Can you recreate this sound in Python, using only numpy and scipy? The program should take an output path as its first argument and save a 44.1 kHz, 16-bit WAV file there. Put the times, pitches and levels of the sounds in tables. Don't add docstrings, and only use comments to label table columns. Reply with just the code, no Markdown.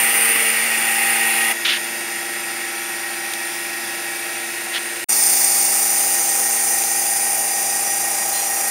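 import sys
import numpy as np
from scipy import signal
from scipy.fft import rfft, irfft, next_fast_len
from scipy.io import wavfile
from scipy.ndimage import uniform_filter1d, map_coordinates

SR = 44100
rng = np.random.default_rng(int(sys.argv[2]) if len(sys.argv) > 2 else 0)


def pcm_store(signal):
    levels = np.round(np.clip(np.atleast_2d(signal), -1, 1) * 32767)
    wavfile.write(sys.argv[1], SR, levels.astype(np.int16).T)


def volts_from_decibels(level):
    exponent = np.asarray(level, float) / 20
    return 10 ** exponent


N = 383669
MAINS_HZ = 60.03

# (start [s], end [s], fade-in [s], fade-out [s], shaft speed [turns/s])
SPOTS = [
    (-.1, 1.537, .01, .02, 28.47),
    (1.517, 5.044, .02, .0005, 28.483),
    (5.0855, 8.8, .011, .01, 28.43),
]


def unit(x):
    return x / np.sqrt(np.mean(x ** 2) + 1e-20)


def along(points, hz):
    f, level_db = np.transpose(points)
    return np.interp(np.log(hz + 1), np.log(f + 1), level_db, left=-120, right=-120)


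def filtered(x, response):
    m = next_fast_len(len(x) + 8192)
    spectrum = rfft(x, m) * response(np.fft.rfftfreq(m, 1 / SR))
    return irfft(spectrum, m)[:len(x)]


def wobble(n, rate):
    knots = rng.standard_normal(int(n * rate / SR) + 2)
    return np.interp(np.arange(n) * rate / SR, np.arange(len(knots)), knots)


def tones(t, lines, wander_db, rate):
    knots = np.arange(int(t[-1] * rate) + 2) / rate

    def reach(hz):
        return min(hz / 2000, 1) * rng.standard_normal(len(knots))

    total = 0
    for hz, db in lines:
        strength = np.interp(t, knots, np.sqrt(2) * volts_from_decibels(db + wander_db * reach(hz)))
        phase = np.interp(t, knots, 1.2 * reach(hz) + rng.uniform(0, 2 * np.pi))
        total = total + strength * np.sin(2 * np.pi * hz * t + phase)
    return total


def stroke(start, rise, length, db):
    sag_db_per_s, release_s = 87, .011
    u = np.arange(N) / SR - start
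    ramps = np.clip(np.minimum(u / rise, (length - u) / release_s), 0, 1)
    return volts_from_decibels(db - sag_db_per_s * np.clip(u - rise, 0, 1)) * ramps


def patchy(n, depth_db, ripple_db):
    z = signal.stft(rng.standard_normal(n + 512), nperseg=512)[2]

    def field(high, long):
        smooth = uniform_filter1d(rng.standard_normal(z.shape), high, 0)
        return unit(uniform_filter1d(smooth, long, 1))

    gain = volts_from_decibels(depth_db * field(4, 12) + ripple_db * field(1, 200))
    return signal.istft(z * gain, nperseg=512)[1][:n]


def turn_pattern(t, shaft_hz, vane_db, drift):
    knots = int(t[-1] * 3) + 3
    orders = np.arange(int(15700 / shaft_hz))

    def draw(*shape):
        return rng.standard_normal(shape) + 1j * rng.standard_normal(shape)

    lines = draw(len(orders)) + drift * draw(knots, len(orders))
    turns = irfft(lines * volts_from_decibels(vane_db * (orders % 4 == 0)), 8192)
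    turns = np.c_[turns, turns[:, :1]]
    return unit(map_coordinates(turns, [t * 3, t * shaft_hz % 1 * 8192], order=1))


def steady(spot):
    orders = [4, 18, 20, 21, 24, 24.5, 25, 29, 30, 31, 36, 44, 48, 52, 69, 70, 73, 80, 81, 82, 88, 96]
    order_db = [
        [-67, -53, None, -51, -51, -47.5, -57, -47, -46, -45, None, -39, -46, None, None, -32.5, None, None,
         None, None, -36, None],
        [None, None, -57.5, None, -54.5, None, None, -54, None, -56, None, None, -52, -50, None, -49, None, -46,
         -42, None, -50, -50],
        [-59, None, -54.5, -48, -49, -45.5, None, -42.5, -59.5, -45.5, -52, -53, None, None, -46, None, -49,
         None, None, -45, -47, None],
    ]
    multiples = [1, 3, 5, 8, 9, 11, 12, 13, 14]
    mains_db = [
        [None, -50, None, -46, -50, -46, -57, -55, None],
        [-63, -47.5, -49.5, -50, -53, -47, -45, -59, -43],
        [None, -59, None, None, -67, None, None, None, None],
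    ]
    # (frequency [Hz], level [dB rms])
    slots = [
        [(1856.2, -34.5), (2046.3, -47)],
        [(1981.7, -47), (2557.4, -43), (2569.9, -46)],
        [(1446.8, -56), (1614.3, -49), (1636.5, -54), (1841.4, -45), (1869.4, -44.5), (1984.8, -47),
         (2366.0, -48)],
    ]
    hz = [k * SPOTS[spot][-1] for k in orders] + [2 * k * MAINS_HZ for k in multiples]
    levels = order_db[spot] + mains_db[spot]
    return [(f, db) for f, db in zip(hz, levels) if db is not None] + slots[spot]


def pump(t, spot, off_db):
    # (frequency [Hz], level [dB rms])
    whine_lines = [
        [(3506.2, -45), (3928.1, -48), (4468.8, -51), (4553.6, -46), (4752.4, -48), (4781.4, -47),
         (5122.5, -53), (5208.7, -55), (5351.7, -67), (8427.2, -50), (8769.1, -44), (8877.7, -40),
         (8891.9, -43), (8992.8, -30), (9116.3, -42), (9224.3, -39)],
        [(3246.8, -62), (3645.8, -63), (4471.8, -55.5), (5212.0, -56), (5240.6, -56), (5354.7, -59),
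         (5469.1, -65), (5724.8, -56), (7007.0, -63), (7434.0, -60), (8203.1, -53), (8431.3, -52),
         (8773.1, -54), (8887.2, -47), (9001.9, -48), (9228.3, -47)],
        [(3503.9, -49.5), (4548.2, -46), (4776.3, -48), (5088.2, -45), (5116.8, -44), (5344.3, -48),
         (5913.4, -37), (6708.9, -47), (7306.1, -39), (8045.7, -49), (8414.8, -39), (8641.9, -46),
         (8869.7, -38), (8898.3, -52), (9210.5, -46), (10574.1, -51)],
    ]
    # (frequency [Hz], level [dB per Hz])
    casing_colour = [
        [(22, -29), (110, -28), (250, -20), (450, -17), (800, -12), (1150, -15.5), (1500, -6.5), (1700, -6.5),
         (1900, 0), (2300, -1.5), (2800, -2.5), (3050, -11.5), (3400, -10.5), (3800, -18)],
        [(22, -33), (110, -25.5), (250, -12.5), (450, -14.5), (800, -7.5), (1150, -14), (1500, -8),
         (1700, -2.5), (1900, -0.5), (2300, -4), (2800, -5.5), (3050, -13.5), (3400, -8.5), (3800, -15)],
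        [(22, -20), (110, -19.5), (250, -12.5), (450, -6), (800, -3), (1150, -7), (1500, -3), (1700, -3.5),
         (1900, 0.5), (2300, -1), (2800, -2.5), (3050, -10), (3400, -6.5), (3800, -12)],
    ]
    # (frequency [Hz], level [dB per Hz])
    air_colour = [
        [(2240, -46), (3800, -22), (4250, -14.5), (4620, -16.5), (5520, -15), (5620, -21), (6000, -13),
         (6440, -19.5), (6960, -14.5), (7660, -15.5), (8990, 1), (9480, 0), (11300, -10.5), (14100, -5.5),
         (15700, -10)],
        [(2240, -33), (3800, -9.5), (4300, -11.5), (4930, -6.5), (5460, -10.5), (5860, -7.5), (6440, -10),
         (7210, -8.5), (7840, -12.5), (9040, -3.5), (10800, -8.5), (11700, -9), (12800, -11.5), (14700, -12),
         (15700, -12)],
        [(2240, -47), (3800, -22), (4360, -18), (4930, -11.5), (5590, -14), (5830, -8.5), (6440, -10),
         (7170, -7), (7700, -12.5), (8880, 2), (9420, -1), (10900, -9), (12300, -10.5), (14500, -7),
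         (15700, -12)],
    ]
    # (casing [dB], air [dB], part that repeats every turn [dB], tone wander [dB])
    mix = [
        (-20, -12.5, -5.5, 4.5),
        (-29, -30.5, -4, 2),
        (-30.5, -14.5, -5.5, 2),
    ]
    # (frequency [Hz], width [Hz], boost at spot 1, 2, 3 [dB])
    head_rings = [(2767, 30, 5.5, 4.2, 4.7), (4850, 55, 4.5, 2, 2.1), (5920, 40, 1, 3, 6),
                  (8470, 56, 3, 3, 4.3), (8830, 36, 8.5, 3.1, 3.2), (9160, 39, 3, 4.2, 3.6),
                  (9210, 31, 7, 6, 6), (9540, 61, 1, 1, 4), (9720, 60, 4, 4.1, 3), (10330, 74, 6.5, 2, 2.2),
                  (11440, 110, 5, 4, 2.8), (14700, 110, 2, 1, 9.4)]
    # (whine, head ringing, topmost hiss [all dB per dB of aim])
    beam = [
        (.3, .2, .1),
        (.1, .1, .1),
        (0.76, .4, 0.89),
    ]
    casing_db, air_db, repeat_db, wander_db = mix[spot]
    shaft_hz = SPOTS[spot][-1]
    whine, ringing, top = (volts_from_decibels(share * off_db) for share in beam[spot])

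    turn = 2 * np.pi * shaft_hz * t
    chop = 1 + 0.08 * np.sin(turn) + 0.077 * np.sin(4 * turn) + 0.077 * np.sin(8 * turn + 1)
    chop = chop + 0.046 * np.sin(4 * np.pi * MAINS_HZ * t)

    def repeat(db):
        return volts_from_decibels(db) * turn_pattern(t, shaft_hz, vane_db=6.5, drift=0.41)

    casing = chop * patchy(len(t), depth_db=0.94, ripple_db=1.5) + repeat(repeat_db - 6.5)
    casing = unit(filtered(casing, lambda hz: volts_from_decibels(along(casing_colour[spot], hz))))
    air = chop * patchy(len(t), depth_db=1.0, ripple_db=3) + whine * repeat(repeat_db)
    air = unit(filtered(air, lambda hz: volts_from_decibels(along(air_colour[spot], hz))))
    air = air + (top / top.mean() - 1) * filtered(air, lambda hz: hz > 13400)
    noise = volts_from_decibels(casing_db) * casing + volts_from_decibels(air_db) * air

    def head(hz):
        return volts_from_decibels(sum(db[spot] / (1 + ((hz - centre) / width) ** 2) for centre, width, *db in head_rings))

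    hum = tones(t, steady(spot), wander_db, rate=2.97)
    vanes = whine * tones(t, whine_lines[spot], wander_db + 2.5, rate=5.96)
    return noise + ringing * (filtered(noise, head) - noise) + hum + vanes


def swells(s, spot):
    clean_orders = [8, 12, 16, 27, 28, 78]
    # (order 66 [dB], rotor slot tone [dB])
    pair_db = [
        (3.5, -1.5),
        (2.5, -5.5),
        (-0.5, 0),
    ]
    # (level at start [dB], at end [dB])
    drift_db = [
        [(-43, -41.5), (-46, -41), (-41.5, -42), (-49, -38), (-35.5, -36), (-39, -38), (-34, -31)],
        [(-51, -56.5), (-41, -40.5), (-52, -52), (-48.5, -46.5), (-45.5, -43), (-47, -49), (-37.5, -39)],
        [(-46.5, -50.5), (-44, -48), (-47, -49), (-44, -40), (-38, -35.5), (-37.5, -57), (-41, -38.5)],
    ]
    # (time [s], half width [s], change [dB])
    all_nodes = [
        [(1.75, .2, 3)],
        [(.56, .2, -11)],
        [(.36, 0.21, 5), (.85, .16, -6), (3.2, 0.89, -6)],
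        [(.45, 0.18, -10)],
        [(.5, 0.35, -6.5), (1.02, .15, 2), (4.85, 0.32, -13)],
        [(.5, .15, 5), (3, 0.46, 3)],
        [(5.62, 0.36, -16)],
    ]
    shaft_hz = SPOTS[spot][-1]
    t = s - s[0]
    waves = []
    for k, lift_db in zip(clean_orders, [.1, .1, .1, .1, 2.9, .1]):
        waves.append(tones(t, [(k * shaft_hz, lift_db)], 0.74, rate=3.95))
    pair_hz = 66 * shaft_hz, 62 * shaft_hz + 2 * MAINS_HZ
    waves.append(tones(t, zip(pair_hz, pair_db[spot]), .8, rate=2.505))

    total = 0
    for ends, nodes, wave in zip(drift_db[spot], all_nodes, waves):
        level_db = np.linspace(*ends, len(s))
        for at, width, db in nodes:
            level_db = level_db + db * np.exp(-((s - at) / width) ** 4)
        total = total + volts_from_decibels(level_db) * wave
    return total


def heard(spot):
    borders = [1400, 3800, 7900]
    # (time [s], gain towards the outlet [dB])
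    aim = [(0, 3), (.27, 3.5), (.5, 1), (.7, -0.5), (1.1, 0.8), (1.5, -0.5), (1.8, 0.5), (2.1, -0.2),
           (5.04, -0.1), (5.1, 4), (5.25, 5.5), (5.75, 4), (6.3, 3), (6.85, 2), (7.3, 0.8), (8.25, 0.3),
           (8.7, 0)]
    # (hum, casing, hiss, whistle [all dB])
    rest_db = [
        (-32, -21.5, -30.5, -21.8),
        (-37, -30, -35, -30.5),
        (-34.5, -33, -27, -21),
    ]
    # (hum, casing, hiss, whistle [all dB per dB])
    follows = [
        (0.064, .25, 0.17, 1.1),
        (.4, 1.2, -0.46, 0.91),
        (-0.019, 0.51, 0.87, .6),
    ]
    start, end, fade_in, fade_out, _ = SPOTS[spot]
    first = max(round(start * SR), 0)
    s = np.arange(first, min(round(end * SR), N)) / SR
    aim_db = np.interp(s, *np.transpose(aim))
    source = pump(s - s[0], spot, aim_db - aim_db.max())

    x = swells(s, spot)
    edges = [0, *borders, SR]
    for lo, hi, db, share in zip(edges, edges[1:], rest_db[spot], follows[spot]):
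        band = unit(filtered(source, lambda hz: (hz >= lo) & (hz < hi)))
        x = x + volts_from_decibels(db + share * aim_db) * band
    fade = np.clip(np.minimum((s - start) / fade_in, (end - s) / fade_out), 0, 1) ** 0.89
    return np.pad(x * fade, (first, N - first - len(s)))


def bumps():
    # (time [s], peak [dB], pitch [Hz])
    knocks = [
        (0.32, -22, 466),
        (0.357, -20.5, 330),
        (.358, -19, 1140),
        (4.665, -28, 720),
    ]
    out, t = np.zeros(N), np.arange(1300) / SR
    for at, db, hz in knocks:
        ring = volts_from_decibels(db - 60 * t / 0.044) * np.sin(2 * np.pi * hz * t)
        out[round(at * SR):][:len(t)] += ring * (1 - np.exp(-t / .002))
    return out


def film():
    # (start [s], rise [s], length [s], level [dB])
    scrapes = [
        (1.648, .002, 0.032, -16.5),
        (1.665, 0.023, 0.118, -16),
        (4.722, .032, .068, -22),
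    ]
    # (frequency [Hz], level [dB per Hz])
    film_colour = [(650, -46), (1100, -23), (1760, -9), (2120, -9), (2810, -6), (3100, -7.5), (3410, -5.5),
                   (3710, -10), (7000, -26.5), (9100, -54), (15400, -120)]
    grains = rng.standard_normal(N) * volts_from_decibels(1.7 * wobble(N, 900) + 0.67 * wobble(N, 90))
    grains = unit(filtered(grains, lambda hz: volts_from_decibels(along(film_colour, hz))))
    return grains * sum(stroke(*row) for row in scrapes)


def ticks():
    # (time [s], peak [dB])
    taps = [
        (3.3365, .5),
        (6.838, -3),
        (7.92, -7),
    ]
    out, t = np.zeros(N), np.arange(1300) / SR
    for at, db in taps:
        burst = volts_from_decibels(db - 9 - 60 * t / 0.014) * rng.standard_normal(len(t))
        click = volts_from_decibels(db - 1.5) * (t == 0)
        out[round(at * SR):][:len(t)] += burst + click
    colour = [(1200, -20), (2200, 0), (4000, -2.5), (7000, -4), (15000, -9)]  # (Hz, dB)
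    return filtered(out, lambda hz: volts_from_decibels(along(colour, hz)))


def squeak():
    # start [s], rise [s], length [s], level [dB]
    hose_stroke = (8.315, .03, .17, -31)
    # (frequency [Hz], level [dB per Hz])
    rub_colour = [(2000, -20), (3000, -14), (3950, -22), (4100, -6), (4190, -5), (4350, -20), (6000, -28)]
    rub = unit(filtered(rng.standard_normal(N), lambda hz: volts_from_decibels(along(rub_colour, hz))))
    return stroke(*hose_stroke) * rub


def scene():
    pump_sound = heard(0) + heard(1) + heard(2)
    return np.tile(pump_sound + bumps() + film() + ticks() + squeak(), (2, 1))


def band_limit(x):
    return signal.sosfilt(signal.butter(12, 16820, fs=SR, output="sos"), x)


def record(dry):
    # width [Hz], depth [0-1]
    notch = (88, 0.81)
    width_hz, depth = notch

    def microphone(hz):
        dip = 1 - np.clip(depth, 0, 1) * np.exp(-((hz - 7870) / width_hz) ** 2)
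        return dip * np.clip((15760 - hz) / 80, 0, 1) ** 2

    return band_limit(np.tile(filtered(dry[0], microphone), (2, 1)))


dry = scene()
out = record(dry)
pcm_store(out)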